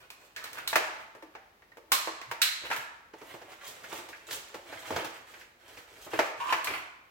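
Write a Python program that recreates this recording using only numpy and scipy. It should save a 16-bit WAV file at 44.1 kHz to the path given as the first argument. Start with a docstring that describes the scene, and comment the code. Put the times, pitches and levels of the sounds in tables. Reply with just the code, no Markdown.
"""A small, live, wood-panelled room, heard from two microphones 16 cm apart.
Someone in stiff field clothes handles a rifle: sleeves rub, steel catches snap and a hollow plastic
magazine knocks home. A gloved hand rummages in a fabric pouch, where the gear bumps dully; then the
stock scrapes up the jacket to the shoulder. Blows ring the parts they strike, fibres catch and slip,
and the walls send both back to the microphones over still air and a faint hum."""
import sys
import numpy as np
from scipy import signal
from scipy.fft import rfft, irfft, next_fast_len
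from scipy.io import wavfile
from scipy.ndimage import map_coordinates

SR = 44100
rng = np.random.default_rng(int(sys.argv[2]) if len(sys.argv) > 2 else 0)


def store_wav(level_fs):
    """Save 16-bit WAV to argv[1]."""
    pcm = np.round(np.clip(np.atleast_2d(level_fs), -1, 1) * 32767)
    wavfile.write(sys.argv[1], SR, pcm.T.astype(np.int16))


N = 313501
TIME = np.arange(N) / SR


def amp(db):
    """Decibels to gain."""
    return 10 ** (np.asarray(db) / 20)


def unit(x):
    """Scaled to rms 1."""
    return x / np.sqrt(np.mean(x ** 2) + 1e-20)


def along(points, hz):
    """(Hz, value) points read on a log axis."""
    f, v = np.transpose(points)
    return np.interp(np.log(hz + 1), np.log(f + 1), v)


def spectrum(points):
    """(Hz, dB) points as a gain curve over frequency."""
    return lambda hz: amp(along(points, hz))


def resonance(modes, hz):
    """Power gain of a set of resonances."""
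    return sum(amp(db) ** 2 / (1 + (2 * (hz - centre) / width) ** 2) for centre, width, db in modes)


def filtered(x, response):
    """x through a response of frequency."""
    n = x.shape[-1]
    m = next_fast_len(n + 8192)
    return irfft(rfft(x, m) * response(np.fft.rfftfreq(m, 1 / SR)), m)[..., :n]


def coloured(x, gain):
    """x through the causal filter that has this gain: it rings only after the blow."""
    m = 2 ** 14
    cepstrum = irfft(np.log(gain(np.fft.rfftfreq(m, 1 / SR)) + 1e-6))
    cepstrum[1:m // 2] *= 2
    cepstrum[m // 2 + 1:] = 0
    return signal.fftconvolve(x, irfft(np.exp(rfft(cepstrum))))[:len(x)]


def add(track, s, sound):
    """Mix a sound in at s seconds."""
    start = max(0, round(s * SR))
    part = track[..., start:start + sound.shape[-1]]
    part += sound[..., :part.shape[-1]]


def lean_right(pair, db):
    """The right microphone up by db, the left down by as much."""
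    return pair * amp([[-db], [db]])


def diffuse(size, spacing_m=0.16):
    """Noise from all sides at the two microphones: alike in the bass only."""
    def mid_side_gains(hz):
        angle = np.arccos(0.9 * np.sinc(2 * hz * spacing_m / 343)) / 2
        return np.array([np.cos(angle), np.sin(angle)])
    mid, side = filtered(rng.standard_normal((2, size)), mid_side_gains)
    return np.array([mid + side, mid - side])


# How long the panelled room rings. Each row: frequency in Hz, seconds to fall 60 dB.
ROOM_T60 = [(150, 0.38), (400, 0.49), (1100, 0.89), (2700, 0.72), (7000, 0.63), (14000, 0.32)]
# Where the hands work. Each row: time in seconds, lead of the left microphone in ms.
HAND_POSITION = [(0, 0.13), (2.6, 0.12), (3.1, -0.04), (6.2, -0.02), (6.5, 0.096)]

def in_room(direct, radiated, s, early_db, tail_db, early_t60, build_s):
    """Direct sound reaches the nearer microphone first; what is radiated all round returns off walls."""
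    t = np.arange(SR * 3 // 4) / SR
    hz, frame_s, bands = signal.stft(diffuse(len(t)), SR, nperseg=256)
    decay = amp(-60 * frame_s / along(ROOM_T60, hz)[:, None])
    tail = signal.istft(bands * decay, SR, nperseg=256)[1][:, :len(t)]
    early = diffuse(len(t)) * amp(-60 * t / early_t60)
    arriving = lambda echoes: unit(echoes * (1 - np.exp(-t / build_s))) / np.sqrt(len(t))
    walls = amp(early_db) * arriving(early) + amp(tail_db) * arriving(tail)
    pair = signal.fftconvolve(radiated[None], walls, axes=1)
    lead_s = np.interp(s, *np.transpose(HAND_POSITION)) / 1000
    add(pair, 0, filtered(direct, lambda hz: np.exp(1j * np.pi * hz * lead_s * np.array([[1], [-1]]))))
    return pair


def moving_in_room(sound):
    """The body moves, so each third of a second meets the room differently."""
    out, step = np.zeros((2, N)), SR // 3
    for start in range(0, N, step):
        piece, s = sound[start:start + step], start / SR
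        add(out, s, in_room(piece, piece, s, early_db=3, tail_db=0, early_t60=0.099, build_s=0.0049))
    return lean_right(out, 0.99)


# The empty room, all round the microphones. Each row: frequency in Hz, relative density in dB.
AIR_SPECTRUM = [(25, -28), (48, -8), (64, -2), (112, -4), (180, -8.5), (320, -4), (700, -5), (2000, -11),
                (4000, -16), (9000, -26), (16000, -21.5)]

def room_tone():
    """Still air from all sides and a faint low hum, alike at both microphones."""
    air = unit(filtered(diffuse(N), spectrum(AIR_SPECTRUM)))
    hum = np.sin(2 * np.pi * 49 * TIME)
    return amp(-64.5) * air + amp(-76) * hum


def friction(gain, slips_per_s, spread_db, hiss):
    """Fibres catch and slip: grains of uneven size over a smooth hiss; rms 1."""
    slipping = rng.random(N) < slips_per_s / SR
    sizes = amp(spread_db * np.minimum(rng.exponential(size=N), 3.5))
    pressure = signal.lfilter([1], [1, -np.exp(-1 / (0.0024 * SR))], slipping * sizes)
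    return unit(coloured(rng.standard_normal(N) * (unit(pressure) + hiss), gain))


def stroke(start, length, attack_s=0.034, release_s=0.034):
    """One movement: cloth takes up the motion, holds it, then settles."""
    rise = np.clip(1 + (TIME - start) / attack_s, 0, 1)
    return rise * np.exp(-np.clip((TIME - start - length) / release_s, 0, 20))


def fumble(depth_db=2.5, per_s=14):
    """The hand never moves evenly: a smooth random gain for its hesitations."""
    wobble = map_coordinates(rng.standard_normal(512), [TIME * per_s], mode="wrap")
    return unit(amp(depth_db * wobble))


# Stiff cloth's low, middle and high voices. Each row: frequency in Hz, relative density in dB.
FLAP_SPECTRUM = [(100, -6.5), (200, -12.5), (320, -1.5), (600, -0.5), (900, -7), (1800, -42.5)]
RUB_SPECTRUM = [(350, -30), (750, -5), (1300, -1), (2300, -2.5), (3200, -6.5), (6000, -23)]
CRINKLE_SPECTRUM = [(1600, -45), (3200, -2.5), (5000, -5), (7800, -4), (9500, -11), (12000, -8),
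                    (16000, -9)]
# Sleeve and glove moves. Each row: start in seconds, length in seconds, effort in dB, crispness in dB.
CLOTH_STROKES = [(0.0, 0.052, -63, -10), (0.2, 0.076, -69.5, -1), (0.377, 0.64, -58, -13),
                 (1.147, 0.3, -76, -16), (2.637, .07, -49.5, -25), (2.719, 0.056, -46, -6),
                 (3.178, 2.02, -62, -5.5), (3.236, 0.078, -58.5, -4.5), (3.629, 0.075, -53.5, -1),
                 (3.747, 0.098, -59, -3.5), (3.909, 0.066, -54, -2.5), (4.293, 0.049, -50.5, 3.5),
                 (4.672, 0.21, -55, -4), (4.876, 0.13, -47.5, -12), (5.283, 0.12, -61.5, -1.5),
                 (5.608, 0.19, -61.5, -3), (5.895, 0.2, -60, -3), (6.114, 0.13, -49.5, -5),
                 (6.386, 0.24, -56.5, -1.5), (6.676, 0.074, -43, -15)]

def cloth():
    """Sleeves, glove and pouch flap, rub and crinkle with the effort of each stroke."""
    flap = friction(spectrum(FLAP_SPECTRUM), slips_per_s=300, spread_db=-1.5, hiss=0.32)
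    rub = friction(spectrum(RUB_SPECTRUM), slips_per_s=400, spread_db=5, hiss=0.32)
    crinkle = friction(spectrum(CRINKLE_SPECTRUM), slips_per_s=230, spread_db=8, hiss=0.55)
    mean_db = np.mean([db for _, _, db, _ in CLOTH_STROKES])
    power = np.zeros((3, N))
    for start, length, db, crisp_db in CLOTH_STROKES:
        flap_db = mean_db - 7 + 0.9 * (db - mean_db)  # grows a little less than the rubbing
        power += np.outer(amp([flap_db, db, db + crisp_db]) ** 2, stroke(start, length) ** 2)
    return np.sum(np.sqrt(power) * [flap, rub, crinkle], axis=0) * fumble()


def tone(weight_db, hardness_db, body_db, body_share, edge_db, edge_share):
    """Band levels in dB: more mass behind a blow gives thud and body, barer parts give edge and tick."""
    return weight_db, body_db + body_share * weight_db, edge_db + edge_share * hardness_db, hardness_db


def contact(bands_db, rattle_t60, modes, bass_db, rise_s, strike):
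    """One blow and its quick chatter ring a part. Returns the rattling sound and the bare ring."""
    thud, body, edge, tick = bands_db
    t = np.arange(SR // 5) / SR
    blow = signal.unit_impulse(len(t))
    chatter = rng.laplace(size=len(t)) * amp(-60 * t / max(rattle_t60, 0.004))
    chatter *= 1 - np.exp(-t / rise_s)
    force = chatter / np.linalg.norm(chatter) + strike * np.roll(blow, round(rise_s * SR))
    bass = thud + bass_db
    colour = [(40, bass - 22), (110, bass), (195, bass), (310, thud + 3), (500, thud + 3.86),
              (720, body + 0.79), (1100, body + 2), (1500, -2.36), (2400, -3.37),
              (3400, edge - 3), (6000, edge - 6.5), (9200, tick - 9), (14000, tick - 7)]
    blow_samples = SR * 0.02  # a contact's level is its energy spread over 20 ms
    gain = lambda hz: amp(along(colour, hz)) * np.sqrt(blow_samples * (1 + resonance(modes, hz)))
    return coloured(force / np.linalg.norm(force), gain), coloured(blow, gain)


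# The steel's resonances. Each row: pitch in Hz, width in Hz, level in dB over the plain contact.
STEEL_MODES = [(1038, 84, 7), (1246, 45, 6), (1450, 90, -21.5), (1730, 70, -16), (2220, 82, 2),
               (3940, 150, -5.5), (4180, 170, 3.5), (7940, 490, 4), (10700, 190, 6.5), (12360, 600, 6.5)]
# Catches and levers. Each row: start in seconds, level, weight and hardness in dB, main ring in Hz.
CATCH_SNAPS = [(0.1024, -41.5, -14.5, -4.5, 2500), (0.3627, -31, -30, -15.5, 1760),
               (0.4405, -35, -13.5, -6, 1760), (0.5308, -40.5, -33, -2.5, 1740),
               (0.6751, -29, -23, 0, 3920), (1.9184, -18, -16.5, -2.5, 1085),
               (2.2142, -36, -15.5, -16.5, 2030), (2.4168, -16.5, -30, -6, 3980),
               (6.6439, -31.5, -29, -1.5, 1060)]

def catch_snaps():
    """Sprung steel parts snap over, each with a ring of its own; light ones stay short and dry."""
    out = np.zeros((2, N))
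    strongest_db = max(row[1] for row in CATCH_SNAPS)
    for s, db, weight, hardness, ring_hz in CATCH_SNAPS:
        modes = STEEL_MODES + [(ring_hz, 0.061 * ring_hz, 10)]
        shaken = amp(0.2 * (db - strongest_db))  # a stronger snap shakes more of the rifle
        bands = tone(weight, hardness, body_db=9.5, body_share=1, edge_db=0.85, edge_share=0.38)
        direct, ring = contact(bands, rattle_t60=0.042 * shaken, modes=modes,
                               bass_db=-5.5, rise_s=0.00067, strike=0.36)
        pair = in_room(direct, ring * shaken, s, early_db=2, tail_db=2, early_t60=0.22, build_s=0.0024)
        add(out, s, amp(db) * pair)
    return lean_right(out, 0.93)


# The magazine's resonances. Each row: pitch in Hz, width in Hz, level in dB over the plain contact.
MAGAZINE_MODES = [(328, 8.4, 10.5), (477, 116, 5.5), (638, 71, 6.5), (887.4, 25.6, 10), (1170, 25, 2.5),
                  (1330, 34, -1), (1730, 150, 1.5), (2540, 98, -26)]
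# Plastic knocks. Each row: start in seconds, level, weight and hardness in dB, main ring in Hz.
MAGAZINE_KNOCKS = [(0.583, -36.5, -24, -10.5, 1410), (0.7283, -22.5, -14.5, -21, 875),
                   (0.7558, -13, -15, -13.5, 633), (1.1487, -47, -0.5, -14, 265),
                   (1.2231, -44.5, 0, -15, 310), (1.3502, -38.5, -12, -27, 786),
                   (1.6195, -53.5, -18, -23, 1880), (1.7167, -52.5, -22, -23.5, 1880),
                   (1.7694, -47.5, 3, -10.5, 314), (2.0718, -29.5, -6, -22, 1067),
                   (2.3124, -26.5, -14.5, -15.5, 925), (2.7012, -30, -12, -18, 1598),
                   (2.7118, -22.5, -22.5, -25.5, 930), (2.728, -25.5, -30, -20.5, 1334),
                   (2.7616, -30.5, -34, -7.5, 1683), (6.1329, -29.5, 0, -21.5, 322),
                   (6.1895, -16, -7.5, -20, 650), (6.5238, -17.5, -17, -20, 1063),
                   (6.6706, -25, -23.5, -21, 2355)]

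def magazine_knocks():
    """The hollow magazine knocks on the rifle's plastic; the struck spot picks the strongest ring."""
    out = np.zeros((2, N))
    for s, db, weight, hardness, ring_hz in MAGAZINE_KNOCKS:
        modes = MAGAZINE_MODES + [(ring_hz, 0.046 * ring_hz, 13.5)]
        bands = tone(weight, hardness, body_db=-1.5, body_share=0.31, edge_db=-4.5, edge_share=0.33)
        direct, ring = contact(bands, rattle_t60=0.063, modes=modes,
                               bass_db=-10, rise_s=0.0021, strike=0.68)
        pair = in_room(direct, ring, s, early_db=1.5, tail_db=-1, early_t60=0.12, build_s=0.0016)
        add(out, s, amp(db) * pair)
    return lean_right(out, 0.15)


# A push of air at the microphones. Each row: frequency in Hz, relative density in dB.
HEAVE_SPECTRUM = [(30, -52), (70, -6), (120, 3.5), (190, -21), (400, -30)]
# The loaded pouch and jacket sagging. Each row: peak time in seconds, level in dB.
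FABRIC_HEAVES = [(0.76, -57), (2.31, -57.5), (2.73, -79), (3.335, -64), (4.35, -56), (4.93, -52.5),
                 (4.969, -46), (6.16, -55), (6.73, -77)]

def fabric_heaves(half_length_s=0.032):
    """Soft low pushes of air as heavy fabric shifts."""
    swell = sum(amp(db) * np.exp(-((TIME - s) / half_length_s) ** 2) for s, db in FABRIC_HEAVES)
    return swell * unit(filtered(diffuse(N), spectrum(HEAVE_SPECTRUM)))


# Gear bumping under fabric. Each row: start in seconds, level, weight and hardness in dB.
POUCH_BUMPS = [(2.6343, -50, 1, -22), (3.1336, -46.5, -0.5, -15.5), (3.2128, -46.5, 1.5, -11),
               (3.3379, -43, -1, -18), (3.414, -45, -3, -14), (3.5158, -46.5, -8, -9),
               (3.8373, -37, -14, -20), (3.9245, -39.5, 0.5, -3), (3.9859, -40.5, -2.5, -15),
               (4.0856, -43.5, -4.5, -4), (4.1276, -35.5, -29, -37), (4.3065, -32.5, -14.5, -4.5),
               (4.3248, -38.5, -10.5, 6), (4.5412, -38, -3, -10.5), (4.7231, -37, -8.5, -24),
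               (4.9035, -36.5, 6, -10), (4.9198, -36, -6.5, -17), (4.9593, -26.5, -2.5, -12.5),
               (5.043, -34, -5, -6.5), (5.337, -39.5, -20, -22), (5.4082, -41, -37, -18),
               (5.7704, -41, -16, -15), (6.0638, -46, 3, -27), (6.705, -40.5, -2, -14)]

def pouch_bumps():
    """Fabric pads the magazine's knocks in the pouch and damps its ring."""
    out = np.zeros((2, N))
    padded = [(hz, width * 2.44, db - 1.5) for hz, width, db in MAGAZINE_MODES]
    for s, db, weight, hardness in POUCH_BUMPS:
        bands = tone(weight, hardness, body_db=0.5, body_share=0.95, edge_db=2, edge_share=0.61)
        direct, ring = contact(bands, rattle_t60=0.057, modes=padded,
                               bass_db=-5, rise_s=0.0052, strike=0.52)
        pair = in_room(direct, ring, s, early_db=1.5, tail_db=-1.5, early_t60=0.17, build_s=0.004)
        add(out, s, amp(db) * pair)
    return lean_right(out, 0.78)


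# The scraping stock's resonances at mid-drag. Each row: pitch in Hz, width in Hz, relative level in dB.
STOCK_MODES = [(994, 25, 6.5), (1138, 54, 5), (1600, 360, -11), (2460, 150, -11), (2900, 260, -11)]

def stock_drag(start_s=6.41, length_s=0.11, swell_db_per_s=72, octaves_per_s=1.1):
    """The stock drags up the jacket, ever harder and higher in pitch."""
    gain = lambda hz: np.sqrt(resonance(STOCK_MODES, hz)) * hz ** 3 / (hz ** 3 + 600 ** 3)
    scrape = friction(gain, slips_per_s=460, spread_db=11, hiss=0.46)
    dragged_s = np.clip(TIME - start_s, 0, length_s)
    speed = 2 ** (octaves_per_s * (dragged_s - length_s / 2))
    rising = map_coordinates(scrape, [np.cumsum(speed)], mode="wrap")
    return rising * amp(-42 + swell_db_per_s * dragged_s) * stroke(start_s, length_s)


def scene():
    """The handling and the room as they reach the two microphones."""
    contacts = magazine_knocks() + catch_snaps() + pouch_bumps()
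    rustle = moving_in_room(cloth() + stock_drag())
    return contacts + rustle + fabric_heaves() + room_tone()


def record(dry):
    """The recorder sheds the deepest bass and keeps nothing above its band limit."""
    low_cut_hz, top_hz = 38, 16100
    return filtered(dry, lambda hz: (hz < top_hz) * (1 - 1 / (1 + (hz / low_cut_hz) ** 4)))


dry = scene()
out = record(dry)
store_wav(out)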